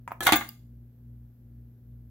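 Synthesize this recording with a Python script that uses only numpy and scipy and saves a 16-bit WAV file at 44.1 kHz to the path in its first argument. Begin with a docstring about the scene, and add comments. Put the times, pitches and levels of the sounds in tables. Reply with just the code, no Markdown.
"""Drink can in a metal trough

A quiet workshop, close up on a stereo microphone pair. A full can, damped by the hand, bumps the rim of
a sheet-metal trough, touches down and scrapes along the wall in tiny slips. It lands on one end and then
the other, ringing both can and sheet, squeaks and settles. Behind the room's short reverberation a
machine hums low, beating against a slightly slower motor."""
import sys
import numpy as np
from scipy import signal
from scipy.fft import rfft, irfft
from scipy.io import wavfile
from scipy.ndimage import uniform_filter1d

SR = 44100
rng = np.random.default_rng(int(sys.argv[2]) if len(sys.argv) > 2 else 0)


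def file_out(sig):
    """Save sig as 16-bit WAV at sys.argv[1]."""
    # one column per channel
    cols = np.atleast_2d(sig).T
    # limit, then scale
    lim = np.clip(cols, -1, 1)
    pcm = np.round(lim * 32767).astype(np.int16)
    wavfile.write(sys.argv[1], SR, pcm)


N = 92610
T = np.arange(SR * 3 // 4) / SR  # time axis of one event
HZ = np.fft.rfftfreq(4096, 1 / SR)  # frequency axis of the tone curves
BASS, TREBLE = 1 / (1 + (HZ / 513) ** 4), 1 - 1 / (1 + (HZ / 3514) ** 3)  # shelves, 0-1
MONO_HZ = 1000  # below this, both microphones hear nearly the same

# Blows in the trough: t/s, clack level/dB, bass/dB, treble/dB, can ring/dB, trough ring/dB, crack decay/s
BLOWS = [(0.2063, -1.5, 4.5, 8.5, -54, -53.5, .0012), (0.2643, 10, -10, -7.5, -44, -50.5, .0004),
         (.2679, 23, -16.5, -2, -19, -38, .0006), (.2703, 14, -17, 5, -40, -45, .001),
         (.2775, 9.5, -17, -6, -37.5, -51, .0003), (0.291, 17, -14.5, -11, -42.5, -46, .0004),
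         (0.3227, 24.5, -3.5, -4, -41.5, -22.5, 0.00031), (0.3327, 18.5, -3, -2, -44, -34.5, .0008),
         (0.3586, 5.5, -1, -1.5, -33, -36.5, 0.0061), (.4105, 12, -33.5, -25, -50, -54.5, 0.00047)]
# Tone of can against sheet: f/Hz, gain/dB
CLACK_TONE = [(45, -58), (110, -27.5), (175, -34.5), (330, -2), (500, -9), (780, 3.5), (1000, -3),
              (2100, -2.5), (2700, -14.5), (3500, -8), (5300, -21.5), (6700, -16), (8500, -19.5),
              (15500, -13.5)]
# Modes of the can, the trough, the first touch and the trough's floor: f/Hz, relative level/dB, t60/s
CAN_MODES = [(735, -4, .13), (1121, -1, .15), (1437, 1, .17), (1712, -5, .14), (2099, -3, .2),
             (3138, -13, .2)]
TROUGH_MODES = [(231, -13, .45), (312, -5, .09), (355, -6, .12), (722, -3, .15), (800, -1, .13),
                (826, -4, .19), (1197, -5, .19), (1512, -7, .21), (1615, -8, .26), (1757, -9, .21),
                (2130, -7, .26), (2443, -9, .15), (3484, -4, .14)]
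FIRST_TOUCH_MODES = [(355, -6, .2), (800, -6, .12), (1310, -1, .07), (1716, 0, .18), (3220, -2, .06)]
THUD_MODES = [(105, -14, .09), (260, -10, .08), (322, 0, .08), (812, 1, .07)]
def blows():
    """Close up, each blow clacks and sets both the can and the trough ringing."""
    out = np.zeros((2, N))
    for at, db, bass_db, treble_db, can_db, trough_db, crack_s in BLOWS:
        tone = curve(CLACK_TONE, HZ) + bass_db * BASS + treble_db * TREBLE
        clack = amp(db) * strike(tone + wall_ripple(), crack_s)
        add(out, at, clack + amp(can_db) * ring(CAN_MODES) + amp(trough_db) * ring(TROUGH_MODES))
    add(out, .2068, amp(-30) * ring(FIRST_TOUCH_MODES))  # the first touch also rings a separate set of modes
    rise = 1 - np.exp(-T / .003)
    add(out, .3231, amp(-13) * ring(THUD_MODES) * rise)  # the full weight lands on the trough floor
    return out


# Dense ring of the sheet metal: f/Hz, t60/s
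SHIVER_T60 = [(150, 0.075), (800, 0.04), (2000, 0.14), (5000, 0.091), (15000, 0.031)]
def strike(tone_db, crack_s=.00043):
    """One contact: a sharp push, a crack while it chatters, then the sheet's shiver and overtones."""
    push = amp(-6) * signal.unit_impulse(len(T))
    crack = amp(-2.5) * diffuse(len(T)) * np.exp(-T / crack_s) / np.sqrt(crack_s * SR / 2)
    overtones = np.zeros((2, len(T)))
    t = T[:4096]
    for height, size, left, right in rng.random((60, 4)):
        hz = 2400 * 6.5 ** height
        phase = 2 * np.pi * (hz * t + np.array([[left], [right]]))
        add(overtones, 0, size * decay(t, t60=.1) * np.sin(phase))
    return colour(push + crack + tail(SHIVER_T60) + amp(-37) * overtones, tone_db)


def wall_ripple(spacing_hz=260):
    """Peaks and notches in dB that depend on where the thin wall is touched; deepest in the treble."""
    knots = np.arange(0, SR, spacing_hz)
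    ripple_db = 4 * np.interp(HZ, knots, rng.uniform(-3.2, 1.6, len(knots)))
    return ripple_db / (1 + (2500 / (HZ + 1)) ** 2)


# Dull bumps on the rim: t/s, level/dB, treble/dB
BUMPS = [(0.0776, 2.5, -4), (0.1086, -4.5, -10), (0.1185, 3, -11)]
# Tone of the hand-held can: f/Hz, gain/dB
BUMP_TONE = [(100, -23.5), (400, -17), (700, -2.5), (1050, -1.5), (1500, -8), (2400, -14), (4000, -44),
             (6800, -27.5), (14000, -31)]
def rim_bumps():
    """At the rim the hand damps the can, so it gives only short hollow notes and a light brush."""
    out = np.zeros((2, N))
    note_hz, note_db, note_t60 = 973.7, -28, .014
    for at, db, treble_db in BUMPS:
        note = ring([(note_hz, note_db, note_t60)])
        knock = strike(curve(BUMP_TONE, HZ) + treble_db * TREBLE)
        add(out, at, amp(db) * (note + knock))
    add(out, .113, rub(length_s=.02, db=-59, modes=[]))  # the brush
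    return out


# Course of the slide: t/s, relative level/dB
SCRAPE_LEVEL = [(.21, -28.5), (.234, -13.5), (.246, -18.5), (.255, -13.5), (.267, -23.5)]
# Tone of the scraped wall: f/Hz, gain/dB
SCRAPE_TONE = [(60, -31), (350, -4), (1700, -2), (3700, -4.5), (5300, -17), (6200, -3), (7800, -11),
               (12200, -1), (15500, -5.5)]
def scrape(slips_per_s=1100):
    """The can slides down the wall in a dense train of tiny slips, each briefly shaking the sheet."""
    slips = unit(rng.standard_normal(N) * (rng.random(N) < slips_per_s / SR))
    slide_db = np.interp(np.arange(N) / SR, *np.transpose(SCRAPE_LEVEL), left=-np.inf, right=-np.inf)
    slips *= amp(slide_db - 12.5)
    wall = diffuse(len(T)) * np.exp(-T / .0041)
    wall /= np.linalg.norm(wall[0])
    rasp = signal.fftconvolve(slips[None], wall, axes=1)[:, :N]
    return colour(rasp, curve(SCRAPE_TONE, HZ) + wall_ripple())


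# Catches during the slide: t/s, level/dB, treble/dB
CATCHES = [(.2238, -1, -5), (0.2311, -5.5, 6.5), (0.2375, -8, 10), (0.25, -7, 11)]
def catches():
    """The sliding can catches on the wall in a few separate ticks."""
    out = np.zeros((2, N))
    for at, db, treble_db in CATCHES:
        tone = curve(CLACK_TONE, HZ) + treble_db * TREBLE
        add(out, at, amp(db) * strike(tone + wall_ripple(), crack_s=.0017))
    return out


# Squeaks of metal on metal: t/s, length/s, level/dB
SQUEAKS = [(.3562, .005, -18), (.3638, .004, -19)]
# Modes of a squeak and of the last tick: f/Hz, relative level/dB, t60/s
SQUEAK_MODES = [(15480, 0, .035), (6900, -19, .08), (2121, -11, .12)]
TICK_MODES = [(2830, -9, .03), (4790, -5, .025), (4950, -8, .02), (7300, -10, .02), (15430, -3, .02)]
def settling():
    """The can squeaks into place left of centre, then ticks slightly right as the fingers let go."""
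    out = np.zeros((2, N))
    for at, length_s, db in SQUEAKS:
        add(out, at, rub(length_s, db, SQUEAK_MODES, hiss_db=-10) * amp([[2], [-3]]))
    add(out, .488, rub(length_s=.006, db=-40, modes=TICK_MODES) * amp([[-1], [1]]))
    return out


# Hiss of rubbing metal: f/Hz, gain/dB
RUB_TONE = [(300, -33), (5000, -6), (9000, -3.5), (13000, 13)]
def rub(length_s, db, modes, hiss_db=0):
    """A brief rub hisses and pumps up unsteady modes, then lets them die."""
    pressure = np.sin(np.pi * np.minimum(T / length_s, 1))
    out = colour(pressure * diffuse(len(T)), hiss_db + curve(RUB_TONE, HZ))
    for hz, mode_db, t60 in modes:
        swell = signal.lfilter([1], [1, -decay(1 / SR, t60)], pressure)
        wander = .006 * unit(uniform_filter1d(rng.standard_normal(len(T)), size=60))
        cycles = np.cumsum(hz * (1 + wander)) / SR + rng.random((2, 1))
        out += amp(mode_db) * swell / swell.max() * np.sin(2 * np.pi * cycles)
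    return amp(db) * out


# Decay of the workshop: f/Hz, t60/s
ROOM_T60 = [(100, .25), (1000, .28), (2500, .32), (6000, .37), (12500, .37), (15500, .24)]
# Tone of its reverberation: f/Hz, gain/dB
ROOM_TONE = [(100, -10), (500, -5.5), (1500, -15.5), (6000, -10), (15000, -13)]
def workshop_reverb(direct, delay_s=.0064):
    """The room's reflections reach the microphones just after the direct sound."""
    out = np.zeros((2, N))
    reflections = signal.fftconvolve(direct, tail(ROOM_T60), axes=1)[:, :N]
    add(out, delay_s, colour(reflections, curve(ROOM_TONE, HZ)))
    return out


# Lines of the hum: harmonic number, level/dB, slower motor's relative amplitude
HUM_LINES = [(1, -55.5, .75), (2, -51, .3), (4, -60.3, .3)]
def machine_hum(hum_hz=59.3, beat_hz=2.38, dip_at_s=.522, waver_db=.8):
    """Farther back in the workshop a machine hums, and a slightly slower motor beats against it."""
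    t, hum = np.arange(N) / SR, 0
    beat = np.exp(-2j * np.pi * beat_hz * (t - dip_at_s))
    for harmonic, db, share in HUM_LINES:
        waver = unit(sum(np.sin(2 * np.pi * (hz * t + rng.random())) for hz in np.geomspace(1, 6, 8)))
        line = np.exp(2j * np.pi * (harmonic * hum_hz * t + rng.random())) * (1 - share * beat)
        hum += np.sqrt(2) * amp(db + waver_db * waver) * line.real
    return hum * amp([[.5], [-.5]])


# Spectrum of the quiet workshop: f/Hz, relative level/dB
AIR_TONE = [(25, -18), (100, 4), (260, -6), (400, -13.5), (700, -25.5), (1100, -33.5), (1600, -31),
            (2300, -37.5), (9000, -45.5), (10800, -39.5), (12200, -27.5), (15500, -35.5)]
def room_air():
    """Faint rumble and hiss all around the microphones."""
    return amp(-60.5) * unit(colour(diffuse(N), curve(AIR_TONE, HZ)))


def ring(modes):
    """Dying sines; the higher ones reach the two microphones out of step."""
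    out = 0
    for (hz, db, t60), side in zip(modes, rng.uniform(-1.2, 1, len(modes))):
        lag = np.sign(side) * np.pi / 16 / (1 + (MONO_HZ / hz) ** 4) * np.array([[1], [-1]])
        out += amp(db) * decay(T, t60) * np.sin(2 * np.pi * hz * T + lag)
    return out


def tail(t60s):
    """Dense ring in which each band has the same energy density and dies at its own speed."""
    noise, hz, out = rfft(diffuse(len(T))), np.fft.rfftfreq(len(T), 1 / SR), 0
    centres, times = np.transpose(t60s)
    for t60, weights in zip(times, np.eye(len(t60s))):
        band = irfft(noise * curve(np.c_[centres, weights], hz), len(T))
        fade = decay(T, t60)
        out += band * fade / np.linalg.norm(fade)
    return out


def diffuse(size, bass_spread_rad=.14):
    """Stereo noise, alike on both sides in the bass and unrelated in the treble."""
    mid, side = rfft(rng.standard_normal((2, size)))
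    hz = np.fft.rfftfreq(size, 1 / SR)
    spread = bass_spread_rad + (np.pi / 4 - bass_spread_rad) / (1 + (MONO_HZ / (hz + 1)) ** 4)
    mid, side = mid * np.cos(spread), side * np.sin(spread)
    return irfft(np.array([mid + side, mid - side]), size)


def colour(x, db):
    """Minimum-phase filter with the gain db over HZ."""
    log_gain = np.log(amp(np.r_[db, db[-2:0:-1]]))
    taps = np.fft.ifft(np.exp(np.conj(signal.hilbert(log_gain)))).real
    return signal.fftconvolve(x, taps[None], axes=1)[:, :x.shape[1]]


def curve(points, hz):
    """Reads a table on a log-frequency axis."""
    f, value = np.transpose(points)
    return np.interp(np.log(hz + 1), np.log(f + 1), value)


def decay(t, t60):
    """Falls by 60 dB in t60 seconds."""
    return amp(-60 * t / t60)


def amp(db):
    """Decibels to gain."""
    return 10 ** (np.asarray(db) / 20)


def unit(x):
    """Scales to rms 1."""
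    return x / np.sqrt(np.mean(x ** 2) + 1e-20)


def add(mix, at_s, sound):
    """Mixes a stereo sound in at a given time."""
    part = mix[:, round(at_s * SR):][:, :sound.shape[1]]
    part += sound[:, :part.shape[1]]


def scene():
    """Can and trough in front, the workshop and its hum behind."""
    can = rim_bumps() + blows() + scrape() + catches() + settling()
    return can + workshop_reverb(can) + machine_hum() + room_air()


def record(dry):
    """Microphone chain: bass roll-off, soft overload on the peaks, then the band limit."""
    low_cut_hz, ceiling, top_hz = 38, .95, 15900
    trimmed = signal.sosfilt(signal.butter(2, low_cut_hz, "high", fs=SR, output="sos"), dry)
    saturated = ceiling * np.tanh(trimmed / ceiling)
    low_pass = signal.firwin(255, top_hz, window=("kaiser", 7), fs=SR)
    return signal.oaconvolve(saturated, low_pass[None], "same")


dry = scene()
out = record(dry)
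file_out(out)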